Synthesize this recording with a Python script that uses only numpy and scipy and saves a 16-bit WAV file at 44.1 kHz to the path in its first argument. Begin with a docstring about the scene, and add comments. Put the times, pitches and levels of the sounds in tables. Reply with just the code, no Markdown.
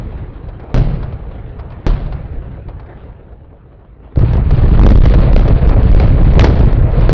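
"""Blowing down a tower across a river

Single charges bang about once a second, each a shock wave with a ragged body and scattered reflections.
The same facades slap each one back as a smeared burst on a low thump, and shaped noise and pulses roll around the city.
Then a dense barrage of sharp reports merges into the booms, rattling rubble and gritty crackle of the collapse.
The pressure swings overload the microphone input, which clips and makes the rumble crackle further."""
import sys
import numpy as np
from scipy import signal
from scipy.fft import rfft, irfft, next_fast_len
from scipy.io import wavfile
from scipy.ndimage import uniform_filter1d, map_coordinates

SR = 44100
rng = np.random.default_rng(int(sys.argv[2]) if len(sys.argv) > 2 else 0)


def log_audio(samples):
    """Write samples as a 16-bit WAV file to the path given in sys.argv[1]."""
    # one column per channel
    frames = np.atleast_2d(samples).T
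    # limit to full scale, then quantise
    limited = np.clip(frames, -1, 1)
    pcm = np.round(limited * 32767).astype(np.int16)
    wavfile.write(sys.argv[1], SR, pcm)


N = 314430

# All dB in the tables are relative levels; the functions set the final gain.
# single charges, the first just before the start: start_s, push_s, wall_bounce_db, scatter_db,
# rolling_boom_db, rolling_clatter_db, facades_early_s
CHARGES = [(-0.362, .004, -10, -3, -19.5, -29, 0), (0.7437, 0.0077, 0, -8, -16.5, -30, 0),
           (1.8661, 0.0098, -29, -12, -19.5, -31.5, .029)]
# reports that stand out, a lone thud and then the barrage: start_s, crack_db, front_s, thump_db
REPORTS = [(2.376, -51, 0.01, -10), (4.159, -18.5, 0.0023, -17), (4.19, -18.5, 0.0072, -4),
           (4.207, -21, 0.0063, 4), (4.332, -14.5, 0.0067, -2), (4.368, -17.5, 0.0044, -3.5),
           (4.507, -13.5, 0.0079, -1.5), (4.567, -19, 0.0035, -10.5), (4.611, -24.5, 0.0036, -6),
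           (4.672, -25.5, 0.0054, -0.5), (4.706, -21.5, .005, -6), (4.768, -22, 0.0054, 0),
           (4.794, -8, .0016, 8), (4.814, -17, 0.0015, 10.5), (4.834, -10, 0.0037, 5),
           (4.863, -6, 0.0064, 8), (4.889, -8, 0.0026, 5.5), (4.905, -9.5, .006, 1.5),
           (4.932, -36.5, 0.0053, 8), (4.956, -9, 0.0027, 4), (4.974, -12.5, 0.0063, 6.5),
           (5.006, -19.5, 0.0026, 5.5), (5.036, -13, 0.007, 3), (5.055, -8.5, 0.01, 4),
           (5.096, -15.5, 0.0065, 3.5), (5.138, -10, 0.0083, -0.5), (5.169, -20, 0.0035, 5),
           (5.204, -14, 0.0038, 7), (5.33, -12, 0.0062, 7.5), (5.362, -4.5, 0.0055, 9),
           (5.392, -12.5, 0.007, 5.5), (5.444, -22, 0.0062, 2), (5.478, -12, .01, -7),
           (5.546, -23.5, 0.0055, -0.5), (5.606, -23.5, 0.008, -10), (5.674, -10, 0.0023, 9),
           (5.691, -13.5, 0.01, 1), (5.754, -25, 0.0035, 2), (5.83, -16, 0.0052, 2),
           (5.913, -16, 0.0086, 6.5), (5.946, -11, 0.0062, 16), (5.999, -7.5, 0.0045, -2),
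           (6.017, -13.5, 0.0015, -2.5), (6.07, -21, 0.0073, -3), (6.231, -13.5, 0.0026, 1),
           (6.334, -14, 0.0038, 1), (6.394, 6, 0.0037, 9.5), (6.41, 2, 0.0015, 7),
           (6.428, -13, 0.0017, 4.5), (6.442, 0.5, 0.0065, 2.5), (6.471, -8.5, 0.0023, -7),
           (6.555, -16.5, 0.0049, -12), (6.59, -15, 0.0087, -1), (6.625, -20, 0.0096, -0.5),
           (6.656, -17, 0.0045, 6), (6.727, -17, 0.0071, 1.5), (6.916, -23, 0.012, -5),
           (7.007, -16.5, 0.009, -1), (7.093, -3.5, 0.0029, -1)]


def amp(db):
    """Decibels to gain."""
    return 10 ** (np.asarray(db) / 20)


def unit(x):
    """Scale to rms 1."""
    return x / np.sqrt(np.mean(x ** 2) + 1e-20)


def curves(rows):
    """One value per sample for each column after the time."""
    s, *cols = np.transpose(rows)
    return [np.interp(np.arange(N) / SR, s, c) for c in cols]


def since(s):
    """Seconds gone by since time s, zero before it."""
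    return np.maximum(np.arange(N) / SR - s, 0)


def wobble(rate):
    """A smooth random curve, rate knots a second."""
    knots = rng.standard_normal(1024)
    return map_coordinates(knots, [np.arange(N) * rate / SR], mode="wrap")


def lowpass(x, order, cutoff_hz):
    """Roll off the treble above the cutoff."""
    return signal.lfilter(*signal.butter(order, cutoff_hz, fs=SR), x)


def coloured(x, spectrum):
    """Causal minimum-phase filter with the gain of the (Hz, dB) points, built by folding the cepstrum."""
    m = 2 * next_fast_len(len(x) // 2 + SR // 4)
    hz, db = np.transpose(spectrum)
    gain = amp(np.interp(np.log(np.fft.rfftfreq(m, 1 / SR) + 1), np.log(hz), db))
    cepstrum = irfft(np.log(gain), m)
    cepstrum[1:m // 2] *= 2
    cepstrum[m // 2 + 1:] = 0
    response = np.exp(rfft(cepstrum))
    return irfft(rfft(x, m) * response, m)[:len(x)]


def arrivals(spectrum, rate, spread_db, wash):
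    """Pressure pulses at random times and sizes, rate a second, over a diffuse wash; rms 1."""
    sizes = amp(spread_db * np.clip(rng.standard_normal(N), -2, 2))
    pulses = (rng.random(N) < rate / SR) * sizes
    pulses *= rng.choice([-1, 1], N)
    return unit(coloured(unit(pulses) + wash * rng.standard_normal(N), spectrum))


def bursts(rate, life, spread_db):
    """An envelope of rms 1 that jumps at each random burst and dies away over life seconds."""
    sizes = amp(spread_db * np.clip(rng.standard_normal(N), -1.5, 1.5))
    kicks = (rng.random(N) < rate / SR) * sizes
    jumps = np.sqrt(signal.lfilter([1], [1, -np.exp(-2 / (life * SR))], kicks ** 2))
    return unit(uniform_filter1d(jumps, size=SR // 400))


def patchy(x, depth_db):
    """Many paths interfere: each band swells and sinks on its own for some 50 ms at a time; rms 1."""
    z = signal.stft(x, nperseg=1024)[2]
    field = uniform_filter1d(rng.standard_normal(z.shape), size=9, axis=0)
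    field = unit(uniform_filter1d(field, size=5, axis=1))
    return unit(signal.istft(z * amp(depth_db * field), nperseg=1024)[1][:len(x)])


def shock(t, push, air_hz):
    """A blast wave: steep front, push, then suction; air rounds the front, lost bass deepens the suction."""
    u = t / push
    air = signal.butter(1, [34, air_hz], "bandpass", fs=SR)
    return -signal.lfilter(*air, (1 - u) * np.exp(-u))


def crack(spectrum, crack_db, length, tail_db, tail_t60):
    """A ragged burst and its duller tail; faint ones come from afar and have lost their treble."""
    t = np.arange(SR // 2) / SR
    air_hz = np.clip(14000 * amp(.5 * crack_db), 500, SR / 3)
    noise = coloured(rng.standard_normal(len(t)), spectrum)
    noise = unit(lowpass(noise, 2, air_hz))
    burst = 0.57 * noise * np.exp(-(t / length) ** 2)
    tail = lowpass(noise, 4, 0.73 * air_hz) * amp(tail_db - 60 * t / tail_t60)
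    return amp(crack_db) * (burst + tail)


def add(track, s, sound):
    """Mix a sound in at time s, which may lie before the start."""
    start = round(s * SR)
    sound = sound[max(-start, 0):]
    part = track[max(start, 0):][:len(sound)]
    part += sound[:len(part)]


def rolling_echoes():
    """Countless reflections of each charge roll back over a steady city; weak ones have lost their treble."""
    # spectra of the low boom and of the clatter: pitch_hz, level_db per Hz
    boom_spectrum = [(12, -15), (25, -7.5), (56, 2.5), (85, -2), (120, -3.5), (170, -11), (240, -20),
                     (400, -32.5), (900, -100)]
    clatter_spectrum = [(100, -21), (260, -1), (450, -0.5), (650, -5.5), (950, -11.5), (1600, -16.5),
                        (2500, -21.5), (4000, -30), (5300, -48), (7500, -78.5)]
    city_boom_db, city_clatter_db = -41, -50
    roll_rise_s, boom_fall_db_per_s, clatter_fall_db_per_s = 0.24, 12, 10.5
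    skyline_delay_s, skyline_width_s, skyline_db = 1.13, 0.14, -40

    # a faint puff just ahead of the barrage
    puff_age = since(4.02)
    puff = amp(-37) * (1 - np.exp(-puff_age / 0.011)) * np.exp(-puff_age / 0.098)
    boom_power = amp(city_boom_db) ** 2
    clatter_power = amp(city_clatter_db) ** 2 + puff ** 2
    for s, *_, low_db, high_db, _ in CHARGES:
        age = since(s)
        rise = 1 - np.exp(-age / roll_rise_s)
        # the far skyline answers with one broad swell of clatter
        skyline = amp(skyline_db) * np.exp(-((age - skyline_delay_s) / skyline_width_s) ** 2 / 2)
        boom_power = boom_power + (rise * amp(low_db - boom_fall_db_per_s * age)) ** 2
        clatter_roll = rise * amp(high_db - clatter_fall_db_per_s * age)
        clatter_power = clatter_power + clatter_roll ** 2 + skyline ** 2
    boom_db, clatter_db = 10 * np.log10(boom_power), 10 * np.log10(clatter_power)

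    swell = wobble(rate=7.74)
    boom = arrivals(boom_spectrum, rate=160, spread_db=2.5, wash=0.97)
    boom *= amp(boom_db + 0.63 * swell)
    clatter = patchy(arrivals(clatter_spectrum, rate=170, spread_db=0, wash=1.8), depth_db=2.2)
    clatter *= .72 + .28 * bursts(rate=26, life=.03, spread_db=2.5)  # echoes come back in clumps
    dull = lowpass(clatter, 1, 1900)
    near = np.clip((clatter_db + 42.5) / 11, 0, 1)
    clatter = near * clatter + (1 - near) * dull
    return boom + amp(clatter_db + 0.5 * swell) * clatter


def facade_echoes():
    """The same facades answer every charge with a smeared slap on a low thump; stray ones come back only once."""
    # facades that slap each charge back: delay_s, crack_db, thump_db
    facades = [(0.285, -28, -17), (.847, -32, -19), (0.959, -32, -34), (0.993, -39, -27)]
    # stray echoes from single buildings: start_s, crack_db, thump_db
    strays = [(.122, -36, -37), (.176, -34.5, -41), (.808, -30.5, -10), (.843, -30.5, -13),
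              (.905, -35, -30), (.955, -33.5, -23), (1.124, -31.5, -30.5), (1.594, -30.5, -40),
              (1.72, -32, -39), (1.899, -25, -1.5), (1.963, -32, -19), (2.012, -37, -26),
              (2.06, -31.5, -30), (2.125, -30, -30), (2.156, -36, -14), (2.86, -37, -33), (2.929, -41, -30),
              (3.036, -38.5, -44), (3.322, -40, -52), (3.442, -45, -51)]
    # spectrum of the slaps: pitch_hz, level_db per Hz
    slap_spectrum = [(150, -4.5), (450, 9.5), (900, 8.5), (1600, 5), (3000, -3), (4800, -1), (5600, -11),
                     (7000, -28)]
    smear_s = .014  # a wide facade spreads its echo
    out, t = np.zeros(N), np.arange(SR // 2) / SR
    slaps = []
    for s, *_, early in CHARGES:
        for delay, crack_db, thump_db in facades:
            slaps.append((s + delay - early, crack_db, thump_db))
    for s, crack_db, thump_db in slaps + strays:
        add(out, s, crack(slap_spectrum, crack_db, smear_s, tail_db=-10.5, tail_t60=0.55))
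        thump_hz = 45 * amp(0.7 * rng.standard_normal())  # pitch scatters a little
        thump = np.sin(2 * np.pi * thump_hz * t) ** 3 * amp(-60 * t / 0.21)  # peaky swings
        add(out, s + 0.002 - .5 / thump_hz, -amp(thump_db + 1.5) * thump)
    return out


def charges():
    """Each charge: a shock and its bounce off a nearby wall, both with a ragged body, and waterfront scatter."""
    # spectra of the ragged body and of the scatter: pitch_hz, level_db per Hz
    blast_spectrum = [(100, -27), (300, 11.5), (650, 3.5), (1000, -8), (2000, -15.5), (4000, -18),
                      (6000, -24), (7500, -54)]
    scatter_spectrum = [(15, -1), (40, 12.5), (80, -9), (125, 6.5), (190, -6.5), (300, -19), (620, -17.5),
                        (900, -28.5), (2000, -34.5), (4200, -40.5), (5200, -51.5), (6400, -71),
                        (8000, -73.5)]
    shock_db, shock_air_hz, wall_delay_s = 2.5, 1270, .033
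    blast_db, wall_blast_db, blast_t60_s = -14.5, -15.5, 0.1
    near_t60_s, far_t60_s, far_db, far_air_hz = 0.82, 2.7, -20, 2600  # near and far buildings
    out, t = np.zeros(N), np.arange(SR) / SR
    for s, push, bounce_db, scatter_db, *_ in CHARGES:
        add(out, s, amp(shock_db) * shock(t, push, shock_air_hz))
        bounce = shock(t, push, shock_air_hz / 4)
        add(out, s + wall_delay_s, amp(shock_db + bounce_db) * bounce)
        for delay, db in (0, blast_db), (wall_delay_s, wall_blast_db + 0.97 * bounce_db):
            body = unit(coloured(rng.standard_normal(SR), blast_spectrum))
            add(out, s + delay, body * amp(db - 60 * t / blast_t60_s))
        scatter = arrivals(scatter_spectrum, rate=540, spread_db=3.5, wash=0.93)[:SR]
        scatter = patchy(scatter, depth_db=2.2)
        near = scatter * amp(-60 * t / near_t60_s)
        far = lowpass(scatter, 2, far_air_hz) * amp(far_db - 60 * t / far_t60_s)
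        onset = 1 - np.exp(-t / 0.0025)
        add(out, s, amp(scatter_db + 3.0) * (near + far) * onset)
    return out


def reports():
    """Each report flips the pressure across a cracking front; short ones snap, long ones crunch. Debris trails."""
    # spectrum of the cracks: pitch_hz, level_db per Hz
    crack_spectrum = [(100, -10.5), (400, 21.5), (800, 7), (1500, 1.5), (2800, -5.5), (4300, -7),
                      (5700, -14), (6600, -26.5), (8000, -33)]
    out, lead = np.zeros(N), SR // 20
    t = np.arange(-lead, lead) / SR
    for s, crack_db, front_s, thump_db in REPORTS:
        add(out, s, crack(crack_spectrum, crack_db, 1.26 * front_s, tail_db=-16.5, tail_t60=0.29))
        # the pressure swing on each side of the front, its length scattered by 1.5 dB
        swing_s = 0.0064 * amp(1.5 * rng.standard_normal())
        beyond = np.maximum(np.abs(t) - front_s / 2, 0)
        swing = -np.tanh(2 * t / front_s) ** 3 * np.exp(-(beyond / swing_s) ** 2)
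        add(out, s + front_s / 2 - lead / SR, amp(thump_db - 0.5) * swing)
    return out


def collapse():
    """Booms of the barrage and falling frame overlap, deeper when strong; rubble rattles and grit crackles in bursts."""
    # the barrage and the collapse: start_s, boom_strength_db, rubble_rattle_db
    roar = [(4.17, 0, -24.5), (4.22, -7, -25), (4.29, -11, -29), (4.37, -6.5, -22), (4.45, -17, -33),
            (4.55, -7.5, -28.5), (4.61, -5.5, -22), (4.73, -5, -24), (4.84, 3.5, -19), (4.98, 2.5, -22.5),
            (5.07, 0, -30.5), (5.19, -3.5, -20.5), (5.28, -8.5, -21.5), (5.37, -9.5, -23), (5.46, -7, -19),
            (5.53, -8, -20.5), (5.61, -13.5, -25.5), (5.7, -4, -17), (5.79, -6, -21), (5.93, -3.5, -26),
            (6.02, -2, -16), (6.15, -11.5, -26), (6.22, -5, -20), (6.31, -10.5, -24), (6.43, 7, -13),
            (6.53, -7.5, -23), (6.63, -3.5, -17.5), (6.76, -9.5, -28), (6.82, -9.5, -24.5),
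            (6.88, -13.5, -24.5), (6.95, -13.5, -22.5), (7.03, -10.5, -20), (7.12, -2, -26)]
    # treble crackle: start_s, level_db
    grit_levels = [(4.18, -41), (4.29, -39.5), (4.35, -40.5), (4.42, -46.5), (4.57, -36.5), (4.68, -37),
                   (4.9, -32.5), (5.22, -34.5), (5.32, -39.5), (5.52, -36.5), (5.62, -39), (5.71, -39),
                   (5.78, -40.5), (5.85, -38), (6.07, -34.5), (6.15, -40), (6.34, -36), (6.47, -37.5),
                   (6.61, -35), (6.75, -41), (6.89, -45), (7.02, -34.5), (7.12, -41)]
    # spectra of booms, deepest swings, rattle and crackle: pitch_hz, level_db per Hz
    boom_spectrum = [(10, -14.5), (22, -11), (32, 4), (48, 1), (63, 3.5), (82, -3.5), (125, 0),
                     (180, -11.5), (270, -20.5), (450, -32.5), (900, -100)]
    heave_spectrum = [(12, -29.5), (24, 1), (33, 5.5), (48, 1.5), (80, -10.5), (200, -52.5), (700, -115)]
    rattle_spectrum = [(100, -25), (270, 3.5), (500, 5.5), (660, 1), (880, -5), (1500, -13), (2500, -20.5),
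                       (5000, -65)]
    grit_spectrum = [(500, -27.5), (1000, 4), (1600, 1.5), (2500, -0.5), (4300, -6), (4900, -12.5),
                     (5500, -43.5), (6500, -66)]
    attack_s, rubble_rise_s = 0.022, 0.037
    heave_db, heave_growth = -8, 1.3  # the deepest swings grow faster than the booms
    surge_share = 0.073  # share of rattle and grit that comes in bursts
    grit_cutoff_hz, grit_dull_db, grit_bright_db = 2860, -51, -31

    strength_db, rattle_db = curves(roar)
    grit_db, = curves(grit_levels)
    age = since(4.158)
    boom = amp(strength_db + 1.87) * arrivals(boom_spectrum, rate=130, spread_db=1.0, wash=0.34)
    heave = arrivals(heave_spectrum, rate=44, spread_db=3.5, wash=0.4)
    boom += amp(heave_db + heave_growth * strength_db) * heave
    boom *= np.minimum(age / attack_s, 1)

    surge = 1 - surge_share + surge_share * bursts(rate=40, life=.012, spread_db=3)
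    rattle = coloured(surge * rng.standard_normal(N), rattle_spectrum)
    rattle = amp(rattle_db - 0.5) * patchy(rattle, depth_db=1.8)
    grit = unit(surge * arrivals(grit_spectrum, rate=1300, spread_db=-2.0, wash=2.0))
    # weak crackle is dull, its treble gone
    dull = signal.filtfilt(*signal.butter(2, grit_cutoff_hz, fs=SR), grit)
    bright = np.clip((grit_db - grit_dull_db) / (grit_bright_db - grit_dull_db), 0, 1)
    grit = amp(grit_db + 2) * (dull + bright * (grit - dull))
    rubble = (rattle + grit) * (1 - np.exp(-age / rubble_rise_s))

    # around each sharp report its own swing takes the place of the random roar
    times = np.array(REPORTS)[:, 0]
    marks = np.bincount(np.round(times * SR).astype(int), minlength=N)[:N]
    own = signal.fftconvolve(marks, np.hanning(SR // 34), "same")
    between = 1 - .85 * np.clip(1.1 * own, 0, 1)
    return between * boom + np.sqrt(between) * rubble


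def scene():
    """Everything arrives at one microphone."""
    echoes = rolling_echoes() + facade_echoes()
    return (echoes + charges() + reports() + collapse())[None]


def record(dry):
    """The input clips flat on large pressure swings, a little treble rides on top; the recorder's band is narrow."""
    clip_level, leak_db, leak_hz, top_hz = .705, -20, 400, 7550
    clipped = dry / (1 + np.abs(dry / clip_level) ** 14) ** (1 / 14)
    leak_filter = signal.butter(4, leak_hz, "highpass", fs=SR, output="sos")
    excess = signal.sosfilt(leak_filter, dry - clipped)
    clipped = clipped + amp(leak_db) * excess
    m = next_fast_len(N + SR // 4)
    band = 1 / np.sqrt(1 + (np.fft.rfftfreq(m, 1 / SR) / top_hz) ** 60)
    return irfft(rfft(clipped, m) * band, m)[..., :N]


dry = scene()
out = record(dry)
log_audio(out)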